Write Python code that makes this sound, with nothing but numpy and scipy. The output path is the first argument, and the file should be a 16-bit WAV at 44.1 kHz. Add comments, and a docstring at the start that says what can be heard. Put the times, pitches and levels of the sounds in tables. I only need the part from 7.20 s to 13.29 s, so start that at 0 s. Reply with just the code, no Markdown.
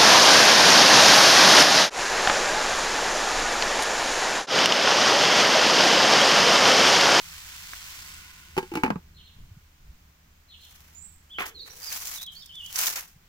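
"""Vegetables sizzle in a frying pan on a lawn as droplets burst in the hot fat. A fork ticks, then
a glass lid clatters onto the rim, rings and shuts the sizzle in. The pan is nudged by its handle;
a foil-lined bag is bumped, dragged crackling over the grass and set down beside it. Small birds
sing in the trees over a far low drone, with one run of faint high ticks. A camera with two
differently coloured microphone ports is held above the pan."""
import sys
import numpy as np
from scipy import signal
from scipy.fft import rfft, irfft, next_fast_len
from scipy.io import wavfile
from scipy.ndimage import map_coordinates

SR = 44100
rng = np.random.default_rng(int(sys.argv[2]) if len(sys.argv) > 2 else 0)


def master_out(mix):
    """Clip the mix to full scale and print it as 16-bit PCM to the path in sys.argv[1]."""
    frames = np.transpose(np.atleast_2d(mix))
    ceiling = np.clip(frames, -1, 1)
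    pcm = np.round(ceiling * 32767).astype(np.int16)
    wavfile.write(sys.argv[1], SR, pcm)


N = 268392
T = np.arange(N) / SR


# sizzle leaving the pan: time_s, level_db, covered_share
SIZZLE_ENVELOPE = [(0, -43.5, 0.1), (.45, -43, 0.14), (.72, -42, 0.08), (.9, -44.5, 0.27),
                   (1.05, -49.5, 0.83), (1.35, -54.5, 0.86), (1.6, -57, 1), (1.85, -73, 1), (2.4, -70.5, 1),
                   (3, -78, 0.7)]
# bursting fat: freq_hz, density_db
FAT_SPECTRUM = [(200, -27), (550, -18), (1000, -6), (2000, -1.5), (4500, -1), (8000, -1), (12000, -8),
                (15500, -6)]
# air between food and lid: centre_hz, width_hz, gain_db
CAVITY_MODES = [(1035, 59, 20), (1460, 78, 20), (2090, 430, 6.5), (2700, 270, 4.5)]
# droplet pings: start_s, level_db, pitch_hz
DROPLET_PINGS = [(.823, -36, 5000), (.862, -39, 4670), (.891, -32, 8100), (0.94, -31, 8040),
                 (.975, -35, 7750)]

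def sizzle():
    """Droplets burst in hot fat; under the lid the hiss takes on the hollow of the pan."""
    time_s, level_db, covered_share = np.transpose(SIZZLE_ENVELOPE)
    fizz = crackle(rate_hz=2500, spread_db=4, spread_s=0.00006)
    pops = crackle(rate_hz=130, spread_db=3.5, spread_s=0.00006)
    fat = tinted(port_noise(shared=0.45) + amp(-1) * fizz + amp(-6.5) * pops, FAT_SPECTRUM)
    cavity = filtered(fat, lambda hz: resonances(CAVITY_MODES, hz))
    cavity_gain = amp(-8.5) * np.interp(T, time_s, covered_share)
    out = amp(np.interp(T, time_s, level_db) + 1.5 + 0.2 * wobble(24.6)) * (fat + cavity_gain * cavity)
    t = T[:SR // 20]
    for start_s, ping_db, pitch_hz in DROPLET_PINGS:
        add(out, start_s, amp(ping_db) * decay(t, t60_s=0.017) * np.sin(2 * np.pi * pitch_hz * t))
    return out


# lid on the rim: start_s, air_db, clack_db
LID_CONTACTS = [(1.367, -30, -32), (1.3777, -22, -23), (1.383, -35, -22), (1.428, -35, -39),
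                (1.517, -30.5, -42), (1.538, -42, -34.5), (1.554, -28.5, -24), (1.572, -27.5, -29),
                (1.635, -21.5, -15), (1.646, -31, -27), (1.662, -30.5, -26), (1.679, -26, -30.5),
                (1.704, -24, -15.5), (1.723, -27, -45), (1.758, -25, -30)]
# steel-rimmed glass: base_hz, level_db, base_t60_s
LID_MODES = [(401, -12.5, 0.16), (507, -9.5, 0.1), (832, -8, 0.11), (906.5, -0.5, 0.11), (1110, -18, 0.064),
             (1420, -24, 0.15), (1683, -19, 0.184), (2110, -23, 0.078), (2355, -17, 0.097),
             (2414, -13.5, 0.1), (2688, -4.5, 0.054), (2910, -8.5, 0.051), (3110, -12, 0.064),
             (4900, -23, 0.053)]
# lid bedding down: time_s, air_hz, pitch_ratio, t60_ratio, glass_db, cutoff_hz
LID_SEATING = [(1.38, 380, 0.97, 0.92, -1, 5000), (1.52, 338, 0.95, 1.5, -3.5, 6500),
               (1.635, 272, .948, 1.09, 0, 3100), (1.704, 193, .94, 0.86, -15, 1500),
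               (1.76, 173, .94, 0.93, -19, 1000)]
# hard contact on the pan: freq_hz, density_db
CLACK_SPECTRUM = [(50, -31), (160, 4.5), (450, -2), (650, -9), (1050, 1), (1700, -6.5), (2800, -15),
                  (6000, -11), (15000, -4)]

def lid():
    """Each contact clacks, rings the glass and pumps trapped air; lower and duller as the lid seats."""
    out, t = np.zeros((2, N)), T[:SR // 4]
    base_hz, mode_db, base_t60_s = np.transpose(LID_MODES)[:, :, None]
    for start_s, air_db, clack_db in LID_CONTACTS:
        air_hz, pitch_ratio, t60_ratio, glass_db, cutoff_hz = interpolate(LID_SEATING, start_s)
        # each new point of support shifts the modes
        mode_hz = base_hz * pitch_ratio * (1 + 0.0133 * rng.standard_normal(base_hz.shape))
        polarity = rng.choice([-1, 1], base_hz.shape)
        struck_db = mode_db + 2.4 * rng.standard_normal(base_hz.shape)
        envelopes = polarity * amp(struck_db) * decay(t, base_t60_s * t60_ratio)
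        # higher modes reach the ports further out of step
        skew_rad = rng.standard_normal(base_hz.shape) * base_hz / 6000
        phase = 2 * np.pi * mode_hz * t
        ring = np.array([np.sum(envelopes * np.sin(phase + side * skew_rad), axis=0) for side in (-1, 1)])
        add(out, start_s, amp(glass_db + (air_db + clack_db) / 2) * ring)
        # trapped air swells, then leaks through the gap
        air_envelope = (1 - np.exp(-t / 0.0013)) * decay(t, 0.078 * t60_ratio)
        add(out, start_s, amp(air_db + 3) * air_envelope * np.sin(2 * np.pi * air_hz * t))
        clack = burst(CLACK_SPECTRUM, t60_s=0.031, cutoff_hz=cutoff_hz, shared=0.66)
        rattle = burst(CLACK_SPECTRUM, t60_s=0.14 * t60_ratio, cutoff_hz=cutoff_hz, shared=0.33)
        add(out, start_s, amp(clack_db) * (clack + amp(-12.5) * rattle))
    return out


# fork on the pan: start_s, level_db
FORK_TAPS = [(.479, -52), (0.534, -32), (.619, -49)]
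# one tap: freq_hz, density_db
FORK_SPECTRUM = [(200, -24), (600, -5), (900, -6), (1700, 9), (3000, -8), (6500, -9), (15000, -16)]

def fork():
    """The fork touches the pan through the food."""
    out = np.zeros((2, N))
    for start_s, level_db in FORK_TAPS:
        tap = burst(FORK_SPECTRUM, t60_s=0.034, cutoff_hz=13000, shared=0.64)
        add(out, start_s, amp(level_db) * tap)
    return out


# hand on the handle: centre_s, level_db, pitch_hz
HANDLE_BUMPS = [(2.234, -49, 70), (2.321, -38, 88), (2.374, -41.5, 137), (2.664, -43, 62),
                (2.7, -42.5, 63.6), (5.966, -48.5, 130)]
# pan shifting on grass: centre_s, half_width_s, level_db
PAN_SHIFTS = [(2.216, 0.06, -45.5), (2.68, 0.079, -51.5)]
# its rumble: freq_hz, density_db
SHIFT_SPECTRUM = [(15, -1), (35, 3), (70, -6.5), (170, -14), (300, -31), (900, -47)]

def pan_nudges(half_width_cycles=0.81):
    """The pan is nudged on soft ground: low pushes with no ring, and a soft rumble as it shifts."""
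    pushes = np.zeros(N)
    for centre_s, level_db, pitch_hz in HANDLE_BUMPS:
        cycles = (T - centre_s) * pitch_hz
        pushes += amp(level_db) * np.exp(-(cycles / half_width_cycles) ** 2) * np.sin(2 * np.pi * cycles)
    shifting = sum(amp(level_db) * np.exp(-((T - centre_s) / half_width_s) ** 2)
                   for centre_s, half_width_s, level_db in PAN_SHIFTS)
    return pushes + shifting * tinted(port_noise(shared=0.93), SHIFT_SPECTRUM)


# bag moves: full_speed_s, rise_s, hold_s, fall_s, foil_db, wall_db
BAG_MOVES = [(3.427, 0.092, 0.13, 0.74, -61.5, -70.5), (3.519, .02, 0.017, .9, -72, -65.5),
             (4.193, .006, 0.034, 0.046, -49.5, -66), (4.256, 0.0044, 0.029, 0.031, -45, -57),
             (4.464, .01, 0.011, 0.11, -54, -54.5), (4.734, 0.21, 0.033, 0.075, -37.5, -45.5),
             (4.816, 0.064, 0.15, 0.062, -40.5, -50), (5.011, .01, 0.025, 0.019, -46.5, -54),
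             (5.123, 0.018, 0.016, 0.29, -57.5, -67), (5.556, .2, .02, .1, -47, -56),
             (5.584, 0.062, 0.09, 0.14, -30, -37.5), (5.758, .008, .015, 0.08, -35, -39.5)]
# foil lining: freq_hz, density_db
FOIL_SPECTRUM = [(1200, -25.5), (2800, -8), (4500, -2.5), (6200, 2.5), (8000, -0.5), (11000, -0.5),
                 (15500, -1.5)]
# padded wall: freq_hz, density_db
WALL_SPECTRUM = [(150, -26), (400, -13.5), (800, -3), (1500, -0.5), (2600, -2), (4200, -13), (9000, -35)]

def bag_drag(ramp_db=20.5):
    """With each move, foil and fabric catch and slip on the grass."""
    catching = amp(1.82 * wobble(110))
    foil = port_noise(shared=0.075) + amp(-2.5) * crackle(rate_hz=1600, spread_db=5.5, spread_s=0.0002)
    foil += amp(-5) * crackle(rate_hz=110, spread_db=4.5, spread_s=0.0002)
    wall = port_noise(shared=0.44) + amp(-1) * crackle(rate_hz=900, spread_db=4.5, spread_s=0.00017)
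    power = np.zeros((2, N))
    for full_speed_s, rise_s, hold_s, fall_s, foil_db, wall_db in BAG_MOVES:
        t = T - full_speed_s
        swell = amp(-ramp_db * (np.maximum(-t, 0) / rise_s + np.maximum(t - hold_s, 0) / fall_s))
        power += np.outer(amp([foil_db + 6.5, wall_db + 2]), swell) ** 2
    foil_gain, wall_gain = np.sqrt(power)
    return catching * (foil_gain * tinted(foil, FOIL_SPECTRUM) + wall_gain * tinted(wall, WALL_SPECTRUM))


# loudest foil creases: start_s, level_db, left_minus_right_db
CREASE_SNAPS = [(4.6633, -28, -3), (4.7261, -15.5, 7), (4.871, -19.5, 3.5), (5.029, -20.5, -1),
                (5.064, -31, 7), (5.2593, -29, 1), (5.3537, -33.5, -9), (5.4607, -28.5, -11),
                (5.5585, -12.5, -10), (5.5891, -7.5, -2), (5.6682, -7, 2), (5.7588, -14, -3)]
# bumps on the bag: start_s, level_db, t60_s
BAG_SCUFFS = [(3.685, -55, 0.028), (4.1849, -25.5, 0.12), (4.205, -26.5, 0.11), (4.218, -29, 0.097),
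              (4.237, -34.5, 0.11), (4.255, -38.5, 0.2), (5.776, -38, 0.048)]
# one scuff: freq_hz, density_db
SCUFF_SPECTRUM = [(80, -48), (180, -10), (450, -4.5), (900, 1), (1700, 3.5), (2600, 0.5), (4000, -11.5),
                  (7000, -33), (15000, -28)]

def bag_impacts():
    """Foil creases snap and the padded wall scuffs."""
    out = np.zeros((2, N))
    for start_s, level_db, pan_db in CREASE_SNAPS:
        snap = burst(FOIL_SPECTRUM, t60_s=0.032, cutoff_hz=15000, shared=0.41)
        add(out, start_s, amp(level_db - 9.5) * panned(pan_db) * snap)
    for start_s, level_db, t60_s in BAG_SCUFFS:
        scuff = burst(SCUFF_SPECTRUM, t60_s, cutoff_hz=23000, shared=0.8)
        add(out, start_s, amp(level_db) * panned(-0.91) * scuff)
    return out


# rubbing weave: time_s, pitch_hz, level_db
WEAVE_HUM = [(4.27, 373, -63), (4.31, 402, -59), (4.4, 421, -60.5), (4.5, 483, -61), (4.62, 568, -61.5),
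             (4.72, 579, -89)]

def bag_weave():
    """Ribbed fabric hums faintly, higher as it slides faster."""
    time_s, pitch_hz, level_db = np.transpose(WEAVE_HUM)
    hum = tone(np.interp(T, time_s, pitch_hz) * (1 + 0.148 * wobble(160)))
    return amp(np.interp(T, time_s, level_db, left=-120, right=-120)) * hum


# straight glides: start_s, length_s, from_hz, to_hz, level_db
SONG_SLURS = [(3.745, 0.065, 7000, 7250, -46), (3.803, .075, 7480, 8110, -44),
              (4.345, 0.068, 4380, 3600, -43.5), (4.391, .058, 4585, 3840, -42),
              (4.498, 0.025, 5520, 5960, -47.5), (4.618, 0.042, 4760, 4940, -44),
              (4.653, 0.069, 5350, 4220, -39.5), (4.956, .044, 4130, 3270, -42),
              (5.064, .03, 3490, 3035, -37), (5.151, 0.0526, 4250, 4770, -46),
              (5.188, 0.0545, 5150, 5400, -53), (5.213, 0.035, 3850, 3200, -46.5),
              (5.29, 0.036, 3133, 3004, -44)]
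# slowing pitch swings: start_s, length_s, centre_hz, swing_count, depth_ratio, level_db
SONG_WARBLES = [(4.099, 0.12, 3240, 1.75, 0.067, -42), (4.992, 0.056, 3647, 0.71, 0.077, -41.5),
                (5.307, .19, 3200, 1.45, .11, -41.5)]

def singing_bird(slowing_exponent=0.8):
    """Slurs and warbles from one perch on the right; higher notes are rougher."""
    out = np.zeros((2, N))
    notes = [(start_s, level_db, np.linspace(from_hz, to_hz, int(length_s * SR)))
             for start_s, length_s, from_hz, to_hz, level_db in SONG_SLURS]
    for start_s, length_s, centre_hz, swing_count, depth_ratio, level_db in SONG_WARBLES:
        swing_rad = 2 * np.pi * swing_count * np.linspace(0, 1, int(length_s * SR)) ** slowing_exponent
        notes.append((start_s, level_db, centre_hz * (1 - depth_ratio * np.cos(swing_rad))))
    for start_s, level_db, glide_hz in notes:
        add(out, start_s, amp(level_db) * whistle(glide_hz, rasp=0.42 * (glide_hz.mean() / 4000) ** 0.6))
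    return tree_scatter(panned(-6) * out, direct_db=-3.8, scatter_db=-6.3, t60_s=0.48)


# syllables, two per call: start_s, level_db
CHATTER_SYLLABLES = [(1.945, -53.5), (2.035, -56), (3.283, -49.5), (3.398, -52.5)]

def chattering_bird(pip_s=0.042, fall_s=0.055, fall_delay_s=0.022):
    """Each syllable is a short pip and a rasping fall."""
    out = np.zeros((2, N))
    pip_hz = np.full(int(pip_s * SR), 4120)
    fall_hz = np.linspace(3700, 2970, int(fall_s * SR))
    for start_s, level_db in CHATTER_SYLLABLES:
        add(out, start_s, amp(level_db - 2.5) * panned(1.8) * whistle(pip_hz, rasp=0.6))
        add(out, start_s + fall_delay_s, amp(level_db) * panned(-7) * whistle(fall_hz, rasp=1.88))
    return tree_scatter(out, direct_db=-6, scatter_db=-2.5, t60_s=0.55)


def whistle(glide_hz, rasp, right_lead_s=0.00016):
    """One gliding bird note, roughened by fast flutter and swelling unevenly; rms 1."""
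    t, progress = T[:len(glide_hz)], np.linspace(0, 1, len(glide_hz))
    flutter, swelling = (map_coordinates(rng.standard_normal(512), [t * hz]) for hz in (600, 90))
    pitch_hz = glide_hz * (1 + 0.063 * rasp * np.tanh(flutter))
    phase = 2 * np.pi * (np.cumsum(pitch_hz) / SR + np.outer([0, right_lead_s], pitch_hz))
    envelope = (progress * (1 - progress)) ** 0.6 * amp(1.9 * swelling)
    return unit_rms(envelope * np.sin(phase))


def tree_scatter(x, direct_db, scatter_db, t60_s):
    """A far sound plus the diffuse tail that the trees scatter back."""
    t = T[:SR]
    tail = rng.standard_normal((2, SR)) * decay(t, t60_s) * (1 - np.exp(-t / 0.00074))
    scattered = signal.fftconvolve(x, tail / np.linalg.norm(tail[0]), axes=1)[:, :N]
    return amp(direct_db) * x + amp(scatter_db) * scattered


def high_ticks(count=6, start_s=3.857, spacing_s=0.0205, pitch_hz=14400, level_db=-51):
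    """A quick even run of faint, very high ticks."""
    out, t = np.zeros((2, N)), T[:SR // 50]
    tick = amp(level_db) * decay(t, t60_s=0.007) * np.sin(2 * np.pi * pitch_hz * t)
    for k in range(count):
        add(out, start_s + k * spacing_s, tick)
    return out


# far drone: time_s, rumble_db, hum_db
DRONE_ENVELOPE = [(0, -59.5, -60.5), (2, -59, -59), (3.1, -63.5, -65), (3.85, -62, -56.5),
                  (4.4, -62.5, -68), (6.08, -63, -72)]
# far rumble: freq_hz, density_db
RUMBLE_SPECTRUM = [(15, 0), (35, 1), (60, -1.5), (79, 2.5), (100, -7.5), (135, -8), (168, -4.5), (215, -15),
                   (400, -24), (900, -56)]
# outdoor hiss: freq_hz, density_db
HISS_SPECTRUM = [(100, 3.5), (450, 0), (1200, 4.5), (2500, 1.5), (4500, -0.5), (7000, 0), (11000, -6.5),
                 (15500, -1)]

def outdoors(hum_hz=77.8):
    """A far low rumble with a wavering hum in it, and a faint even hiss."""
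    rumble_db, hum_db = interpolate(DRONE_ENVELOPE, T)
    rumble = amp(rumble_db + 1.5 + wobble(6.16)) * tinted(port_noise(shared=1), RUMBLE_SPECTRUM)
    hum = amp(hum_db + 2 * wobble(14)) * tone(hum_hz * (1 + 0.04 * wobble(13)))
    hiss = amp(-61.5 + 0.83 * wobble(5.387)) * tinted(port_noise(shared=0.052), HISS_SPECTRUM)
    return rumble + hum + hiss


def crackle(rate_hz, spread_db, spread_s):
    """Tiny snaps of uneven size, each from its own direction; rms 1."""
    count = int(rate_hz * N / SR)
    position, size, direction = rng.random(count), rng.standard_normal(count), rng.uniform(-1, 1, count)
    snaps = amp(spread_db * np.minimum(size, 3)) * rng.choice([-1, 1], count)
    arrivals = [(position * N + side * direction * spread_s * SR).astype(int) % N for side in (-1, 1)]
    return unit_rms(np.array([np.bincount(samples, snaps, N) for samples in arrivals]))


def burst(spectrum, t60_s, cutoff_hz, shared):
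    """Contact noise that dies fast; a softer contact has a lower cutoff."""
    t = T[:SR // 4]
    noise = port_noise(shared, size=len(t))
    dulled = filtered(noise, lambda hz: colour(spectrum, hz) / np.sqrt(1 + (hz / cutoff_hz) ** 4))
    return unit_rms(dulled) * decay(t, t60_s)


def port_noise(shared, size=N):
    """White noise at two ports that share part of its power."""
    common = rng.standard_normal(size)
    return np.sqrt(shared) * common + np.sqrt(1 - shared) * rng.standard_normal((2, size))


def resonances(modes, hz):
    """Response of parallel band-pass resonators."""
    return sum(amp(gain_db) * 1j * hz * width_hz / (centre_hz ** 2 - hz ** 2 + 1j * hz * width_hz)
               for centre_hz, width_hz, gain_db in modes)


def colour(spectrum, hz):
    """Gain between spectrum points on a log frequency axis."""
    freq_hz, gain_db = np.transpose(spectrum)
    return amp(np.interp(np.log(hz + 1), np.log(freq_hz), gain_db))


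def filtered(x, response):
    """Apply a frequency response."""
    size = x.shape[-1]
    padded = next_fast_len(size + 8192)
    return irfft(rfft(x, padded) * response(np.fft.rfftfreq(padded, 1 / SR)), padded)[..., :size]


def tinted(x, spectrum):
    """Shape by a spectrum; rms 1."""
    return unit_rms(filtered(x, lambda hz: colour(spectrum, hz)))


def interpolate(table, at):
    """The other columns at a value of the first."""
    axis, *columns = np.transpose(table)
    return [np.interp(at, axis, column) for column in columns]


def wobble(rate_hz):
    """Smooth random curve."""
    return map_coordinates(rng.standard_normal(int(N * rate_hz / SR) + 4), [T * rate_hz])


def tone(pitch_hz):
    return np.sin(2 * np.pi * np.cumsum(pitch_hz) / SR)


def decay(t, t60_s):
    return amp(-60 * t / t60_s)


def amp(db):
    return 10 ** (np.asarray(db) / 20)


def unit_rms(x):
    return x / np.sqrt(np.mean(x ** 2) + 1e-20)


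def panned(left_minus_right_db):
    return amp([[left_minus_right_db / 2], [-left_minus_right_db / 2]])


def add(track, start_s, sound):
    part = track[:, round(start_s * SR):][:, :sound.shape[-1]]
    part += sound[..., :part.shape[1]]


def scene():
    """Pan, bag, birds and background."""
    pan = sizzle() + fork() + lid() + pan_nudges()
    bag = bag_drag() + bag_weave() + bag_impacts()
    return pan + bag + chattering_bird() + singing_bird() + high_ticks() + outdoors()


# left port: freq_hz, gain_db
LEFT_RESPONSE = [(380, 1.5), (750, 3), (1400, -3), (3200, 3), (6200, -4), (7600, -9.5), (9000, -9.5),
                 (10000, -3), (13000, 1.5), (14900, 5.5), (15700, -1)]
# right port: freq_hz, gain_db
RIGHT_RESPONSE = [(380, 2), (750, -0.5), (1400, 2.5), (2300, 3.5), (3400, -3.5), (4400, 0.5), (6400, 1.5),
                  (8000, 0), (9000, -5.5), (10100, -2), (11900, -8.5), (14900, -7), (15700, -18.5)]
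# left port ahead of right: freq_hz, lead_rad
PORT_LEAD = [(380, 0), (560, 2), (900, 1), (1350, 0.97), (2600, 3.5), (16000, 20)]
SHARED_BELOW_HZ, BAND_LIMIT_HZ = 300, 15850

def record(dry):
    """Two band-limited ports share the bass; each colours and delays the sound in its own way."""
    def response(hz):
        gains = np.array([colour(LEFT_RESPONSE, hz), colour(RIGHT_RESPONSE, hz)])
        lead_rad = np.interp(hz, *np.transpose(PORT_LEAD))
        return gains * np.exp(0.5j * np.outer([1, -1], lead_rad)) * (hz < BAND_LIMIT_HZ)

    mid = dry.mean(axis=0)
    side = filtered(dry - mid, lambda hz: hz / np.hypot(hz, SHARED_BELOW_HZ))
    return filtered(mid + side, response)


dry = scene()
out = record(dry)
master_out(out)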